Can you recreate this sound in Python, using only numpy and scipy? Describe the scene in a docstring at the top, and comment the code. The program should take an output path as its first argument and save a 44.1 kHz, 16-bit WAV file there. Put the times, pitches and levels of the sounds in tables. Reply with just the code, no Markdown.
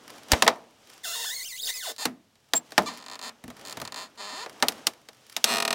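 """A plastic trim strip is pulled off a car bumper by hand, outdoors and up close, as sleeves and hands rustle.
The first tug snaps clips free, which ring the hollow shell over a low thump and a loose rattle; then the strip
sticks and slips on the paint so quickly that its impulses fuse into a long, wandering squeal. More clips snap,
one with a squeak. Slower slips creak and the slowest tick singly, ringing the strip, while a second hand pats
the shell. Late snaps follow, and the strip, now lifted clear, creaks and ticks with a new set of modes."""
import sys
import numpy as np
from scipy import signal
from scipy.fft import rfft, irfft, next_fast_len
from scipy.io import wavfile
from scipy.ndimage import map_coordinates

SR = 44100
rng = np.random.default_rng(int(sys.argv[2]) if len(sys.argv) > 2 else 0)


def master_out(mix):
    """Clip the mix to full scale and print it as 16-bit PCM to the path in sys.argv[1]."""
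    frames = np.transpose(np.atleast_2d(mix))
    ceiling = np.clip(frames, -1, 1)
    pcm = np.round(ceiling * 32767).astype(np.int16)
    wavfile.write(sys.argv[1], SR, pcm)


N = 253442
TIME = np.arange(N) / SR
TAIL = np.arange(SR // 2) / SR  # time axis of one ring, s

# Still outdoor air, spectrum points: [f/Hz, relative level/dB]
AIR_COLOUR = [(15, -44), (25, -15), (97, -4), (127, 0.5), (190, -6), (489, -21.5), (1440, -18), (3250, -17),
              (4030, -17), (16000, -30)]
# Rubbing cloth, spectrum points: [f/Hz, relative level/dB]
CLOTH_COLOUR = [(35, -58.5), (60, -18), (262, -1), (371, -4), (448, -2), (842, -4), (2300, -10.5),
                (3040, -7.5), (4120, -12), (5860, -11), (16000, -29.5)]
# Swells of rubbing cloth and loose rattle: sleeves, hands, and the bumper rattling after the first tug:
# [t/s at the peak, level/dB, rise/s, fall/s, treble/dB]
SWELLS = [(0.15, -47, 0.48, .6, -4), (0.328, -33, 0.041, 0.18, 1), (0.939, -57.5, 0.34, 0.36, 5),
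          (2.849, -51, .4, 0.57, 3), (3.68, -44, 0.29, .35, -5.5), (4.779, -44.5, 0.97, 0.29, -5.5),
          (5.4, -59, .5, .3, 7.5)]
# Edges of the bands in which the shell fades: [f/Hz]
BAND_EDGES = [45, 150, 400, 1100, 2800, 6500, 17000]
# How long the shell holds before fading, per band, to be scaled by each sound: [t/s]
RING_TIME = [.022, 0.022, 0.0086, 0.005, 0.0024, 0.0025]
# Modes of the bumper shell: [f/Hz, width/Hz, level/dB]
BUMPER_MODES = [(243.4, 26, 17), (295, 100, 7), (453, 20, 7.5), (647, 75, 9), (890, 450, -1),
                (1215, 95, -2), (1770, 120, 1), (3770, 150, -0.5)]
# Modes of the strip lying against the paint: [f/Hz, width/Hz, level/dB]
SEATED_MODES = [(987, 190, -1), (1808, 65, 0.5), (2815, 200, -5), (3756, 167, 1), (4290, 370, 3),
                (6900, 770, -6.5), (8000, 300, -19)]
# Modes of the strip lifted clear: [f/Hz, width/Hz, level/dB]
LIFTED_MODES = [(232, 14, 0), (414, 44, -0.5), (695, 30, 4), (1233, 25, 0), (1817, 93, -3.5), (2452, 75, 4),
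                (3810, 95, -3.5), (4170, 240, 1), (4685, 140, -4), (7800, 520, -10.5)]
# Creaks: [treble/dB, rows of [t/s, slip rate/Hz, relative level/dB]]
CREAKS = [ (6.5, [(1.982, 180, -42.5), (2.03, 930, -35), (2.052, 580, -42.5)]), (-14.5, [(2.86, 1200, -32),
          (2.878, 1170, -30.5), (2.91, 530, -41.5), (2.965, 130, -49), (3.041, 55, -47.5)]),
          (-5.5, [(3.11, 105, -40), (3.155, 92, -40.5)]), (-2, [(3.221, 160, -37.5), (3.26, 270, -37.5),
          (3.293, 130, -39)]), (6.5, [(3.645, 110, -46.5), (3.726, 58, -44)]), (-4, [(3.955, 130, -37),
          (4.035, 210, -39.5), (4.08, 510, -59)]), (-13, [(4.175, 240, -46.5), (4.205, 200, -37.5),
          (4.3, 210, -38.5), (4.435, 500, -36.5), (4.455, 200, -50.5)]), (-0.5, [(5.452, 900, -33),
          (5.485, 330, -27), (5.518, 130, -25), (5.583, 66, -27.5)])]
# Slips slow enough to tick one by one: [t/s]
SINGLE_SLIPS = [3.063, 3.084, 3.0991, 3.192, 3.2145, 3.852, 3.8759, 3.9224, 3.944, 5.602, 5.624, 5.651,
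                5.678, 5.7065, 5.728]
# Squeal of strip on paint, slip rate before it wavers and hops: [t/s, f/Hz]
SQUEAL_RATE = [(1.034, 2100), (1.058, 1430), (1.146, 1400), (1.158, 925), (1.242, 895), (1.262, 1700),
               (1.3, 1810), (1.355, 2250), (1.42, 2100), (1.469, 3200), (1.495, 2280), (1.555, 1960),
               (1.594, 3100), (1.62, 4900), (1.664, 4600), (1.69, 1900), (1.751, 2450), (1.815, 1850),
               (1.86, 900), (1.917, 180)]
# How hard the strip rubs: [t/s, relative level/dB]
PRESSURE = [(1.034, -43), (1.046, -31.5), (1.294, -32), (1.422, -34.5), (1.58, -38), (1.704, -26.5),
            (1.714, -38.5), (1.766, -32), (1.816, -38.5), (1.836, -33), (1.902, -33), (1.917, -39)]
# Squeal and rasp, spectrum points: [f/Hz, relative level/dB]
SQUEAL_COLOUR = [(150, -28), (450, 3.5), (950, -7.5), (1700, -1), (2500, -7.5), (3600, 3.5), (7000, -1),
                 (10000, -8), (16000, -6.5)]
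# Snaps of clips and knocks of the strip: [t/s, level/dB, bass/dB, treble/dB]
SNAPS = [(0.096, -49, -14, -8.5), (0.318, -24.5, 8.5, 5.5), (0.3332, -19.5, -5, -9),
         (0.4226, -19.5, 0, -0.5), (0.465, -20.5, -7, -20.5), (0.4777, -15, -7, -4), (1.963, -63.5, 0, 15),
         (2.054, -29, 12, 1.5), (2.355, -70, -0.5, 3.5), (2.5351, -25.5, 0.5, 2.5), (2.72, -45, 2.5, -1),
         (2.779, -15, 1.5, -8), (4.461, -37.5, -15, -12.5), (4.625, -20.5, 0.5, -2.5),
         (4.684, -34, 4.5, 13), (4.8692, -33, 1, 14), (5.087, -49.5, -2, 2), (5.365, -36.5, -3, 10),
         (5.4418, -30.5, 1.5, 15)]
# A second hand lands on the bumper and takes hold: [t/s, level/dB, bass/dB, treble/dB]
PATS = [(3.439, -50.5, 9.5, -1.5), (3.479, -51.5, 9, -2), (3.502, -48, -3.5, -1), (3.771, -41, -5, 0),
        (3.8, -47, -9, 6), (3.816, -39, -5.5, 2)]
# What all snaps share, one row per band: [level/dB, share of the bass, share of the treble]
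SNAP_BANDS = [(-28, 0.66, 0), (-10, 0.96, 0), (0, 0.015, 0), (-0.63, 0.074, 0.21), (1.5, 0.044, 0.85),
              (-7, 0.36, 1)]
# A soft contact, per band: [relative level/dB]
PAT_BANDS = [-1, 1.5, 2, 0, -2, -4]

SWELL_DROP_DB, HOLD_DB = 22, -73.5  # a swell's drop over its rise or fall; rustle of hands holding still
THUMP_DELAY_S = 0.012  # the bumper flexes back just after the first tug
SQUEAK_S, SQUEAK_HZ, SQUEAK_DB = 2.551, 7520, -23  # start, centre pitch, level
SQUEAK_ATTACK_S, SQUEAK_HOLD_S, SQUEAK_T60_S = 0.004, 0.027, 0.038  # hold counts from the start
LIFT_TIME_S, LIFT_GAIN_DB = 5.0, 5.5  # the strip comes clear; its single slips gain this much
SLIP_DB, SLIP_DB_PER_S = -40.5, 4.5  # drive of the first tick; growth as the strip bends further
ROUGHNESS, ROUGH_GROWS = 0.071, 1.4  # base at mean pressure; dB of roughness per dB of pressure
WARBLE, WARBLE_AT_HZ = 0.022, 2015  # waver depth as a share of pitch at this slip rate; deeper when faster
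HOP, HOPS_PER_S = 0.035, 45  # typical hop as a share of pitch at the same slip rate; mean hop count
SNAP_HOLD, BRIGHT_SHORTENS = 1.32, 0.1  # ring-time factor; dB of it lost per dB of treble over the middle band
TOP_HZ = 16000  # band limit


def amp(db):
    """Decibels to gain."""
    return 10 ** (np.asarray(db) / 20)


def unit(x):
    """Scaled to rms 1."""
    return x / np.sqrt(np.mean(x ** 2) + 1e-20)


def per_blow(x):
    """Scaled to the energy of 10 ms at rms 1."""
    return x * np.sqrt(SR / 100 / (np.sum(x ** 2) + 1e-20))


def colour(points, hz):
    """Gain of spectrum points, joined on a log frequency axis."""
    f, db = np.transpose(points)
    return amp(np.interp(np.log(hz + 1), np.log(f + 1), db))


def filtered(x, response):
    """x shaped by a response of frequency, zero-padded against wrap-around."""
    m = next_fast_len(len(x) + 8192)
    spectrum = rfft(x, m) * response(np.fft.rfftfreq(m, 1 / SR))
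    return irfft(spectrum, m)[:len(x)]


def split(x, hz):
    """The parts of x below and above a frequency, on a gentle slope."""
    low = signal.sosfilt(signal.butter(1, min(hz, SR / 4), fs=SR, output='sos'), x)
    return low, x - low


def wobble(rate):
    """A smooth random curve, rate knots a second."""
    knots = rng.standard_normal(int(N * rate / SR) + 4)
    return map_coordinates(knots, [TIME * rate])


def curves(rows):
    """One value per sample for each column after the time."""
    s, *cols = np.transpose(rows)
    return [np.interp(TIME, s, c) for c in cols]


def pulses(times, sizes):
    """Band-limited impulses (windowed sincs) at times between samples."""
    at = np.asarray(times) * SR
    index = np.floor(at).astype(int)[:, None] + np.arange(-7, 9)
    offset = index - at[:, None]
    shape = np.sinc(offset) * np.sinc(offset / 8)
    weights = shape * np.asarray(sizes)[:, None]
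    return np.bincount(np.clip(index, 0, N).ravel(), weights.ravel(), N + 1)[:N]


def resonances(modes, hz):
    """Causal response of a set of damped modes."""
    return sum(amp(db) * 1j * hz * w / (c * c - hz * hz + 1j * hz * w) for c, w, db in modes)


def shell_ring(band_db, hold, fade, rise, dull_hz=12500):
    """Crowded plastic modes: unequal damping makes a power-law decay, and the bass builds and fades slowest."""
    def shell(hz):
        return (1 + resonances(BUMPER_MODES, hz)) / np.sqrt(1 + (hz / dull_hz) ** 4)

    noise = filtered(rng.standard_normal(len(TAIL)), shell)
    out = np.zeros(len(TAIL))
    for lo, hi, db, life in zip(BAND_EDGES, BAND_EDGES[1:], band_db, RING_TIME):
        age = TAIL / (life * hold)
        band = filtered(noise, lambda hz: 1 / (1 + (lo / (hz + 1)) ** 8 + (hz / hi) ** 8))
        envelope = (1 - np.exp(-age / rise)) * (1 + age) ** -fade
        out += amp(db) * per_blow(band * envelope)
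    return out * (1 - TAIL / TAIL[-1])


def stick_slip(rate, db, rough, span, scatter_db):
    """One impulse per slip, the last ending the span; roughness scatters them and limps every second one."""
    inside = (TIME >= span[0]) & (TIME <= span[1])
    turns = np.cumsum(rate[inside]) / SR
    times = np.interp(np.arange(turns[-1] % 1, turns[-1] + .5), turns, TIME[inside])
    rate, db, rough = (np.interp(times, TIME, c) for c in (rate, db, rough + 0 * TIME))
    late, strong = rng.standard_normal((len(times), 2)).T
    limp = (-1) ** np.arange(len(times))
    slip_times = times + rough * (late + limp) / rate
    # dividing by the root of the rate keeps the power steady as slips crowd
    sizes = amp(db + scatter_db * rough * (strong + limp)) / np.sqrt(rate)
    return pulses(slip_times, sizes)


def outdoor_air():
    """Still air: steady noise, heaviest in the bass."""
    return amp(-69.5) * unit(filtered(rng.standard_normal(N), lambda hz: colour(AIR_COLOUR, hz)))


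def rustle(count=260):
    """Swells of rubbing cloth and loose rattle: shaped noise with tiny ticks of plastic."""
    cloth = unit(filtered(rng.standard_normal(N), lambda hz: colour(CLOTH_COLOUR, hz)))
    times = rng.uniform(0, TIME[-1], count)
    ticks = pulses(times, amp(6.5 * np.clip(rng.standard_normal(count), -2, 2)))
    tick_ring = shell_ring([-32.5, -17, -16.0, -1, 0, -1], hold=0.93, fade=2.1, rise=0.34)
    plastic = signal.fftconvolve(ticks, tick_ring)[:N]
    low, high = split(amp(-0.5 + 0.8 * wobble(35)) * cloth + amp(-8.5) * plastic, 1500)
    out = amp(HOLD_DB) * cloth
    for s, db, rise, fall, treble_db in SWELLS:
        swell = amp(-SWELL_DROP_DB * np.maximum((s - TIME) / rise, (TIME - s) / fall))
        # a weaker swell is duller
        out += amp(db) * swell * (low + amp(treble_db) * swell ** .15 * high)
    return out


def thump(hz=68, db=-6.0, swell=0.004):
    """The first tug flexes the whole bumper: one low, quickly damped push."""
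    age = np.maximum(TIME - SNAPS[1][0] - THUMP_DELAY_S, 0)
    envelope = (age / swell) * np.exp(-age / swell)
    return amp(db) * envelope * np.sin(2 * np.pi * hz * age)


def squeak():
    """A clip leaving its hole whistles thinly, with its octave and a little rasp."""
    age = TIME - SQUEAK_S
    attack = np.clip(age / SQUEAK_ATTACK_S, 0, 1)
    release_db = -60 * np.maximum(age - SQUEAK_HOLD_S, 0) / SQUEAK_T60_S
    level = attack * amp(SQUEAK_DB + release_db) * amp(2.5 * wobble(200))
    pitch = SQUEAK_HZ * (1 + 0.016 * wobble(130) + 0.0036 * wobble(600))
    phase = 2 * np.pi * np.cumsum(pitch) / SR
    rasp = unit(filtered(rng.standard_normal(N), lambda f: colour(SQUEAL_COLOUR, f)))
    return level * (np.sqrt(2) * np.sin(phase) + amp(-14) * np.sin(2 * phase) + amp(-15.5) * rasp)


def strip_ring(modes, shell_db):
    """The answer to one slip: a sharp tick, its bounce off the bumper, the strip's modes and the shell."""
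    impulse = 1.0 * (np.arange(len(TAIL)) == 0)
    ring = per_blow(filtered(impulse, lambda hz: resonances(modes, hz)))
    tick_band = signal.butter(2, [2300, 5600], 'band', fs=SR, output='sos')
    tick = per_blow(signal.sosfilt(tick_band, impulse))
    bounce = np.pad(tick, (round(0.0027 * SR), 0))[:len(TAIL)]
    shell = shell_ring(shell_db, hold=1.44, fade=2.2, rise=0.32)
    return amp(-1) * split(ring, 15000)[0] - amp(-12.0) * tick + amp(-12) * bounce + shell


def creaks():
    """Every slip rings the strip, in quick runs or one by one; lifting it clear changes its modes."""
    drive = np.zeros(N)
    for treble_db, rows in CREAKS:
        rate, db = curves(rows)
        span = rows[0][0], rows[-1][0]
        train = stick_slip(rate * (1 + .015 * wobble(90)), db + 20.0, 0.019, span, scatter_db=45.0)
        drive += train + (amp(treble_db) - 1) * split(train, 5900)[1]
    s = np.array(SINGLE_SLIPS)
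    db = SLIP_DB + SLIP_DB_PER_S * (s - s[0]) + LIFT_GAIN_DB * (s >= LIFT_TIME_S)
    # single slips are as bright as the creaks around them
    treble_db = np.interp(s, [rows[0][0] for _, rows in CREAKS], [treble for treble, _ in CREAKS])
    drive += pulses(s, amp(db)) + split(pulses(s, amp(db) * (amp(treble_db) - 1)), 7000)[1]
    seated_ring = strip_ring(SEATED_MODES, [-31, -19.0, -11, -8.0, -8, -16])
    lifted_ring = strip_ring(LIFTED_MODES, [-65, -21.0, -8.5, -8, -9.5, -14.5])
    seated = signal.fftconvolve(drive * (TIME < LIFT_TIME_S), seated_ring)
    lifted = signal.fftconvolve(drive * (TIME >= LIFT_TIME_S), lifted_ring)
    return (seated + lifted)[:N]


def squeal():
    """Slips so quick that they fuse into a wandering pitch; more pressure makes it louder and more rasping."""
    rate, = curves(SQUEAL_RATE)
    db, = curves(PRESSURE)
    span = SQUEAL_RATE[0][0], SQUEAL_RATE[-1][0]
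    mean_db = np.mean(PRESSURE, axis=0)[1]
    rough = np.minimum(ROUGHNESS * amp(ROUGH_GROWS * (db - mean_db)), .17)
    waver = WARBLE * (rate / WARBLE_AT_HZ) ** 1.2 * wobble(90)
    rate = rate * np.exp(waver + 0.14 * rough * wobble(900))
    # fast slipping loses its grip and hops in pitch, holding each hop until the next
    hops = rng.standard_normal(N)[np.cumsum(rng.random(N) < HOPS_PER_S / SR)]
    rate = rate * np.exp(HOP * hops * rate / WARBLE_AT_HZ)
    train = stick_slip(rate, 0 * db, 0.16 * rough, span, scatter_db=46.5)
    # a second point of contact slips at its own, straying rate
    stray_rate = rate * np.exp(0.14 * wobble(35))
    train += amp(-7.5) * stick_slip(stray_rate, 0 * db, 0.21 * rough, span, scatter_db=38.5)
    body = rng.standard_normal(len(TAIL)) * (1 + TAIL / 0.0045) ** -1.7
    body = body / np.linalg.norm(body)
    body[0] += .7  # the direct sound leads the shell's answer
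    rubbed = signal.fftconvolve(train * amp(db), body)[:N]
    tone = filtered(rubbed, lambda f: colour(SQUEAL_COLOUR, f) * (1 + 0.66 * resonances(BUMPER_MODES, f)))
    return amp(-41.5) * unit(tone)


def snaps():
    """Each released clip cracks and rings the shell, which radiates little deep bass; a hand pats it softly."""
    out = np.zeros(N + SR)
    blows = [(s, db + np.dot(SNAP_BANDS, [1, bass, treble])) for s, db, bass, treble in SNAPS]
    for s, db, bass, treble in PATS:
        blows.append((s, db + np.array(PAT_BANDS) + np.dot(SNAP_BANDS, [0, bass, treble])))
    for s, band_db in blows:
        # blows with more treble than middle are drier
        hold = SNAP_HOLD * amp(-BRIGHT_SHORTENS * (band_db[-2] - band_db[2]))
        out[round(s * SR):][:len(TAIL)] += shell_ring(band_db, hold, fade=2.04, rise=0.13)
    return signal.sosfilt(signal.butter(2, 55, 'high', fs=SR, output='sos'), out[:N])


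def scene():
    """All sources over the still outdoor air."""
    return (outdoor_air() + rustle() + thump() + squeak() + creaks() + squeal() + snaps())[None]


def record(dry):
    """The recorder clips at full scale and keeps nothing above its band limit."""
    return np.array([filtered(np.clip(dry[0], -1, 1), lambda hz: hz < TOP_HZ)])


dry = scene()
out = record(dry)
master_out(out)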